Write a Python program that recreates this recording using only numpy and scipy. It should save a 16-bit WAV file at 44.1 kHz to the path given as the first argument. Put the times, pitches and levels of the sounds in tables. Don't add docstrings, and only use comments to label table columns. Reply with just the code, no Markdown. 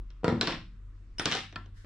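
import sys
import numpy as np
from scipy import signal
from scipy.fft import rfft, irfft
from scipy.io import wavfile
from scipy.ndimage import uniform_filter1d

SR = 44100
rng = np.random.default_rng(int(sys.argv[2]) if len(sys.argv) > 2 else 0)


def to_wav(s):
    ch = np.atleast_2d(s).T
    pcm = np.round(np.clip(ch, -1, 1) * 32767)
    wavfile.write(sys.argv[1], SR, pcm.astype(np.int16))


def boost(x):
    u = np.asarray(x, float) / 20
    return 10 ** u


N = 81585

# (time [s], crack level [dB], bench level [dB], crack tilt [dB/octave], bench tilt [dB/octave])
THUDS = [
    (.0012, -63.5, -47.5, -11, -3.5),
    (.2335, -46.5, -34, -3.5, 6),
    (.2440, -20, -15, 1.5, 6),
    (.2800, -20.5, -11.5, -1, 2),
    (.2912, -34, -19, 1, -3),
    (.3005, -38, -22, 0, 0),
    (.3226, -35, -36.5, 1.5, 0),
    (.3250, -45.5, -13.5, -6.5, -7.5),
    (.337, -35.5, -28, -10.5, 3.5),
    (.376, -47.5, -23, -5, -4.5),
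]
CLACKS = [
    (.1032, -54.5, -77.5, 1.5, 6),
    (.4113, -14.5, -23.5, 2.5, 3),
    (.4276, -26, -28, -6.5, -5),
    (.4722, -20, -29, 2.5, -3),
    (.478, -26.5, -24, -5.5, -3),
    (.5066, -28.5, -41, 1, -0.5),
    (.521, -31.5, -35, -3, -8.5),
    (.5391, -38.5, -32, -3, -2),
]
TUMBLES = [(1.1832, -41, -50.5, -1, 5), (1.1958, -21.5, -28, -4, -4.5), (1.2560, -15, -27.5, 1.3, -0.5),
           (1.2581, -16, -24, -4, -6), (1.2717, -38.5, -23, -7, -2), (1.3140, -24, -45, -2, -4),
           (1.3218, -20, -33, -1.3, -7), (1.3274, -23.5, -40, -4.5, -12), (1.3345, -30, -46, -4, 3),
           (1.3385, -29, -48, -1, 8), (1.3506, -24, -41, -2.5, 15), (1.361, -34.5, -41, -1, -1.5),
           (1.3694, -30.5, -63, -1.5, 13), (1.3892, -35.5, -51, -2, 3), (1.5255, -45.5, -48.5, -5.5, -5),
           (1.6595, -55.5, -60.5, -5.5, 0)]
TAPS = [
    (1.5583, -30, -54, -0.5, -8.5),
    (1.5618, -29, -51.5, -6.5, -6.5),
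    (1.8454, -51.5, -57.5, -16, -4.5),
]
# (time [s], level [dB], tilt [dB/octave], damped at [s])
PINGS = [
    (1.184, -31, -8.5, 1.196),
    (1.196, -35, 4, 2),
    (1.259, -42, 3.5, 1.9),
    (1.323, -43, 0, 2.1),
    (1.372, -50, 0.5, 2),
]

# (frequency [Hz], level [dB per Hz])
THUD_COLOUR = [(300, 14), (500, 5), (985, 7.5), (1700, -1), (3700, -10), (6000, -14.5), (9200, -38),
               (13000, -57)]
CLACK_COLOUR = [(300, -4.5), (1000, -11.5), (2000, -11), (4400, -10), (5600, -26.5), (6600, -28),
                (9200, -44), (14000, -60)]
TUMBLE_COLOUR = [(300, -4), (740, -9), (1450, -5.5), (3140, -0.5), (5500, -8), (7500, -18.5), (10000, -37),
                 (15000, -48.5)]
TAP_COLOUR = [(300, -12), (800, -5), (1500, 0), (2500, -7), (4500, -8), (7000, -22), (9200, -72),
              (13000, -47.5)]
# (crack [dB], ring [dB], bench [dB])
THUD_MIX = (2.93, -18.5, -6.5)
CLACK_MIX = (3.1, -1.5, -7)
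TUMBLE_MIX = (3.54, -4.5, -5.5)
TAP_MIX = (-2.5, 1.7, 7.9)

# (frequency [Hz], level [dB], T60 [s])
BENCH_MODES = [(107.8, -15.5, 0.22), (120.9, -7.5, 0.12), (166.3, -3, 0.17), (191.5, 1, 0.092),
               (232.8, 1.5, 0.19), (270.8, 0.5, 0.06), (322.7, -3.5, 0.11), (476, 7, 0.032),
               (434, -10.5, 0.027), (525, -9, 0.024), (584, -9.5, 0.037), (772, -7.5, 0.098),
               (943, -11.5, 0.056)]
TUBE_MODES = [(1145, -6.5, .09), (1500, -2.5, 0.027), (1715, -9.5, 0.141), (2440, -17, 0.084),
              (2940, -6, 0.034), (3330, -14.5, .12), (3680, -12.5, 0.16), (3980, -11, 0.085),
              (4224, 5, 0.011), (4346, -10, 0.048), (4560, -13, 0.012), (5510, -3.5, 0.019)]
LOOSE_MODES = [(1235, -7.5, 0.11), (1500, 1.5, 0.039), (1770, -4, 0.026), (2010, -3.5, 0.018),
               (2686, -7, .05), (3030, 4, 0.027), (3190, 0, 0.02), (4000, -40.5, 0.055), (4700, -10, 0.025),
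               (5960, -3, 0.028)]
TAPPED_MODES = [(1340, 1.5, 0.099), (1780, 2, 0.032), (2470, 2, 0.022), (3262, -3.5, 0.016),
                (4460, -5, 0.02), (5580, -14, 0.0069)]
ROD_MODES = [(2950, -13, .04), (5437, 0, .06), (9087, -16, .33), (9120, -19, .33), (12980, -32, .22),
             (13400, -30, .03), (14950, -44, .22)]

# (time [s], level [dB])
BENCH_CHATTER = [(.244, -69), (.25, -40.5), (.275, -44.5), (.295, -39), (.33, -49), (.37, -56), (.41, -56)]
TUBE_CHATTER = [(.412, -63), (.422, -41), (.466, -43), (.482, -41.5), (.503, -37), (.53, -45), (.57, -56.5),
                (.62, -83)]
ROD_CHATTER = [(1.196, -66), (1.203, -44.5), (1.25, -52), (1.265, -42), (1.305, -40.5), (1.335, -42),
               (1.38, -41), (1.42, -52), (1.47, -68)]
# (time [s], level [dB])
SLIDE_LEVEL = [(1.739, -80), (1.773, -63), (1.816, -65), (1.85, -66.5)]
# (frequency [Hz], level [dB per Hz])
SLIDE_COLOUR = [(1200, -12), (1800, -1.5), (2500, -27), (3990, -4.5), (5000, -16.5), (8000, -18.5),
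                (11000, -28.5), (15000, -51)]

# (frequency [Hz], level [dB per Hz])
FLOOR_COLOUR = [(28, -0.5), (70, -10.5), (140, -21), (340, -29.5), (760, -50), (1100, -37), (4000, -50),
                (9500, -59)]
# (frequency [Hz], correlation [-1..1])
FLOOR_LIKENESS = [(60, 0.98), (210, 0.86), (720, 0.77), (2520, 0.2), (8760, 0.28)]
# (time [s], level [dB])
MOTOR_LEVEL = [(0, -34.5), (.2, -46), (.55, -51.5), (.8, -42.5), (1.099, -43), (1.3, -61), (1.6, -48),
               (1.85, -50)]
DRONE_LEVEL = [(0, -55), (.6, -65.5), (.84, -49), (1.1, -57.5), (1.449, -54), (1.6, -46.5), (1.85, -50)]

# (frequency [Hz], correlation [-1..1])
ROOM_LIKENESS = [(60, 0.97), (210, 1), (720, 0.78), (2520, 0.59), (8760, 0.087)]
# (frequency [Hz], T60 [s])
ROOM_T60 = [(100, 0.99), (400, 0.17), (1500, 0.3), (4000, 0.31), (9000, 0.29)]
# (frequency [Hz], level [dB])
ROOM_COLOUR = [(200, -4.5), (1500, 2.5), (5000, -3), (9000, -7.5), (14000, -11.5)]

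EDGES_HZ = 22 * 2 ** np.arange(0, 9.6, .5)
FLOOR_DB, FLOOR_TOP_HZ, FLOOR_PATCH_DB, FLOOR_PATCH_PER_S = -52.5, 8650, 2, 4.8
MOTOR_HZ, DRONE_HZ = 43.5, 96.3
HUM_WAVER_HZ, HUM_WAVER_DB, HUM_WAVER_PER_S = 0.44, -0.5, 2.5
ROOM_DB, ROOM_ONSET_S, RING_TO_ROOM_DB, BENCH_TO_ROOM_DB = -2.5, 0.0026, -14.5, -3
CHATTER_PER_S, CHATTER_SPREAD_DB, CHATTER_RING_DB = 1500, 3, -10
PING_RISE_S, PING_DAMPED_T60_S = 0.0008, 0.038
RING_RISE_CYCLES = 1.6
CRACK_S, CRACK_RISE_S, CRACK_HOLD, CRACK_EDGE = 0.0013, 0.00012, 5.4, 3.52
BENCH_CONTACT_HZ, BENCH_LOWEST_HZ = 920, 90.9
LEFT_DB, LEFT_LAG_SAMPLES = 0.6, 1.2
SHADOW_HZ, SHADOW_TOP_HZ, SHADOW_S, SHADOW_DB = 4000, 10570, 0.0012, -4
DUCK_FROM_DB, DUCK_SHARE, DUCK_BACK_DB_PER_S, DUCK_ATTACK_S = -27, 0.29, 18.5, 0.00042


def at_hz(points, hz):
    points_hz, values = np.transpose(points)
    return np.interp(np.log(hz), np.log(points_hz), values)


def level_curve(points, outside_db=None):
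    s, db = np.transpose(points)
    return boost(np.interp(np.arange(N) / SR, s, db, left=outside_db, right=outside_db))


def rms_one(x):
    return x / np.sqrt(np.mean(x ** 2) + 1e-20)


def bands(x):
    for k, (low, high) in enumerate(zip(EDGES_HZ, EDGES_HZ[1:])):
        band = signal.butter(3, [low, high], "band", fs=SR, output="sos")
        yield np.sqrt(low * high), signal.sosfilt(band, x[k % 2])


def coloured(x, colour, above_hz):
    return sum(boost(at_hz(colour, hz)) * b for hz, b in bands(x) if hz > above_hz)


def pair(noise, alike):
    alike = np.clip(alike, -1, 1)
    shared = np.sqrt(1 + alike) * noise[0]
    opposed = np.sqrt(1 - alike) * noise[1] * [[1], [-1]]
    return shared + opposed


def left_right_gain():
    return boost(np.array([[LEFT_DB], [-LEFT_DB]]))


def drift(rate):
    r = np.exp(-2 * np.pi * rate / SR)
    once = signal.lfilter([1 - r], [1, -r], rng.standard_normal(N + SR))
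    twice = signal.lfilter([1 - r], [1, -r], once)
    return rms_one(twice[SR:])


def room_noise():
    out = 0
    for hz, b in bands(rng.standard_normal((2, 2, N + SR))):
        level = at_hz(FLOOR_COLOUR, hz) + FLOOR_PATCH_DB * drift(FLOOR_PATCH_PER_S)
        out = out + boost(level) * pair(b[:, SR:], at_hz(FLOOR_LIKENESS, hz))
    lowpass = signal.butter(4, FLOOR_TOP_HZ, fs=SR, output="sos")
    return boost(FLOOR_DB) * rms_one(signal.sosfilt(lowpass, out))


def machine_tone(hz, points):
    turns = rng.random() + np.cumsum(hz + HUM_WAVER_HZ * drift(HUM_WAVER_PER_S)) / SR
    gain = level_curve(points) * boost(HUM_WAVER_DB * drift(HUM_WAVER_PER_S))
    return gain * np.sin(2 * np.pi * turns) * left_right_gain()


def workshop(x):
    t = np.arange(SR) / SR
    tail = 0
    for hz, b in bands(rng.standard_normal((2, 2, SR))):
        t60 = at_hz(ROOM_T60, hz)
        decay = boost(at_hz(ROOM_COLOUR, hz) - 60 * t / t60) / np.sqrt(t60 * SR / 14)
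        tail = tail + pair(b, at_hz(ROOM_LIKENESS, hz)) * decay
    tail = tail * (1 - np.exp(-(t / ROOM_ONSET_S) ** 2))
    return boost(ROOM_DB) * signal.fftconvolve(x[None], tail, axes=1)[:, :N]


def slide():
    hiss = rms_one(coloured(rng.standard_normal((2, 2, N)), SLIDE_COLOUR, 1000))
    s, db = np.transpose(SLIDE_LEVEL)
    return boost(np.interp(np.arange(N) / SR, s, db, left=-140)) * hiss


def ring(clicks, hz, t60):
    r = boost(-60 / (max(t60, .001) * SR))
    w = 2 * np.pi * hz / SR
    return signal.lfilter([0, np.sin(w)], [1, -2 * r * np.cos(w), r * r], clicks + 1e-18)


def swell(clicks, hz, t60):
    share = np.exp(-hz / RING_RISE_CYCLES / SR)
    rise_t60 = np.log(1000) * RING_RISE_CYCLES / hz
    return 2 * (1 - share) * ring(ring(clicks, hz, t60), hz, rise_t60)


def chatter(points, colour, modes):
    spread_db = CHATTER_SPREAD_DB * np.minimum(rng.exponential(1, (2, N)), 4)
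    sizes = boost(spread_db) * rng.choice([-1, 1], (2, N))
    grains = sizes * (rng.random((2, N)) < CHATTER_PER_S / SR)
    gain = level_curve(points, -140)
    bare = rms_one(coloured(grains + 1e-18, colour, 500))
    grains = grains * gain
    rung = 0
    for k, (hz, level_db, t60) in enumerate(modes):
        rung = rung + boost(level_db) * ring(grains[k % 2], hz, t60) / np.sqrt(t60 * SR)
    return bare * gain + boost(CHATTER_RING_DB + 7) * rung


def pings():
    out = np.zeros(N + SR)
    t = np.arange(SR) / SR
    rise = 1 - np.exp(-t / PING_RISE_S)
    for s, db, tilt_db, until in PINGS:
        start = int(s * SR)
        damped_db = -60 * np.maximum(t + s - until, 0) / PING_DAMPED_T60_S
        for hz, level_db, t60 in ROD_MODES:
            mode_db = db + level_db + tilt_db * np.log2(hz / 5000)
            gain = boost(mode_db - 60 * t / t60 + damped_db)
            out[start:start + SR] += gain * rise * np.sin(2 * np.pi * hz * t)
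    return out[:N]


def strike(s, db, modes, sound=ring, tilt_db=0):
    out = 0
    chance_db = rng.normal(0, 2.8, (len(s), len(modes)))
    for k, (hz, level_db, t60) in enumerate(modes):
        clicks = np.zeros(N + SR)
        tilted_db = level_db + tilt_db * np.log2(hz / 250)
        clicks[(s * SR).astype(int)] = boost(db + tilted_db - 6.5 + chance_db[:, k])
        out = out + sound(clicks[:N], hz, t60)
    return out


def crack_bursts(colour, tilt_db):
    t = np.arange(600) / SR
    burst = rng.standard_normal((len(tilt_db), 2, len(t))) * np.exp(-t / CRACK_S)
    burst[:, :, 6] += CRACK_EDGE
    spectrum = rfft(burst)
    even = irfft(spectrum / np.abs(spectrum), len(t))
    burst = even * np.exp(-t / CRACK_S / CRACK_HOLD) * (1 - np.exp(-t / CRACK_RISE_S))
    out = 0
    for hz, b in bands(burst.swapaxes(0, 1)):
        if hz > 250:
            out = out + boost(at_hz(colour, hz) + tilt_db[:, None] * np.log2(hz / 1000)) * b
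    out = out * np.cos(np.pi / 2 * t / t[-1])
    return out / np.abs(out).max(axis=1, keepdims=True)


def knocks(blows, colour, modes, mix):
    s, crack_db, bench_db, tilt_db, bench_tilt_db = np.transpose(blows)
    crack_mix_db, ring_mix_db, bench_mix_db = mix
    crack = np.zeros(N + SR)
    for at, db, burst in zip(s, crack_db, crack_bursts(colour, tilt_db)):
        start = int(at * SR)
        crack[start:start + len(burst)] += boost(db + crack_mix_db) * burst
    rings = strike(s, crack_db + ring_mix_db, modes, swell)
    bench = strike(s, bench_db + bench_mix_db, BENCH_MODES, tilt_db=bench_tilt_db)
    soft = np.exp(-2 * np.pi * BENCH_CONTACT_HZ / SR)
    bench = signal.lfilter([1 - soft], [1, -soft], bench)
    return np.array([crack[:N], rings, bench])


def at_microphones(hits):
    turn = np.exp(-2j * np.pi * np.fft.rfftfreq(N) * LEFT_LAG_SAMPLES)
    late = irfft(rfft(hits) * turn, N)
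    band = signal.butter(2, [SHADOW_HZ, SHADOW_TOP_HZ], "band", fs=SR, output="sos")
    treble = np.roll(signal.sosfilt(band, hits), int(SHADOW_S * SR))
    return np.array([late, hits]) + boost(SHADOW_DB) * treble * [[1], [-1]]


def scene():
    hum = room_noise() + machine_tone(MOTOR_HZ, MOTOR_LEVEL) + machine_tone(DRONE_HZ, DRONE_LEVEL)
    blows = knocks(THUDS, THUD_COLOUR, TUBE_MODES, THUD_MIX)
    blows = blows + knocks(CLACKS, CLACK_COLOUR, TUBE_MODES, CLACK_MIX)
    blows = blows + knocks(TUMBLES, TUMBLE_COLOUR, LOOSE_MODES, TUMBLE_MIX)
    blows = blows + knocks(TAPS, TAP_COLOUR, TAPPED_MODES, TAP_MIX)
    crack, rings, bench = blows
    rings = rings + pings()
    crack = crack + chatter(BENCH_CHATTER, THUD_COLOUR, TUBE_MODES)
    crack = crack + chatter(TUBE_CHATTER, CLACK_COLOUR, TUBE_MODES)
    crack = crack + chatter(ROD_CHATTER, TUMBLE_COLOUR, LOOSE_MODES)
    highpass = signal.butter(4, BENCH_LOWEST_HZ, "high", fs=SR, output="sos")
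    bench = signal.sosfilt(highpass, bench)
    echo = workshop(crack + boost(RING_TO_ROOM_DB) * rings + boost(BENCH_TO_ROOM_DB) * bench)
    near = at_microphones(crack + rings + bench)
    return (near + echo) * left_right_gain() + slide() + hum


def top_cut(x):
    return signal.sosfilt(signal.butter(12, 16350, fs=SR, output="sos"), x)


def record(dry):
    power = uniform_filter1d(np.mean(dry ** 2, axis=0), size=128)
    level_db = 10 * np.log10(power + 1e-12)
    over_db = np.maximum(level_db - DUCK_FROM_DB, 0) * DUCK_SHARE
    recovery_db = DUCK_BACK_DB_PER_S * np.arange(N) / SR
    held_db = np.maximum(np.maximum.accumulate(over_db + recovery_db) - recovery_db, 0)
    r = np.exp(-1 / (DUCK_ATTACK_S * SR))
    duck_db = signal.lfilter([1 - r], [1, -r], held_db)
    return top_cut(dry * boost(-duck_db))


dry = scene()
out = record(dry)
to_wav(out)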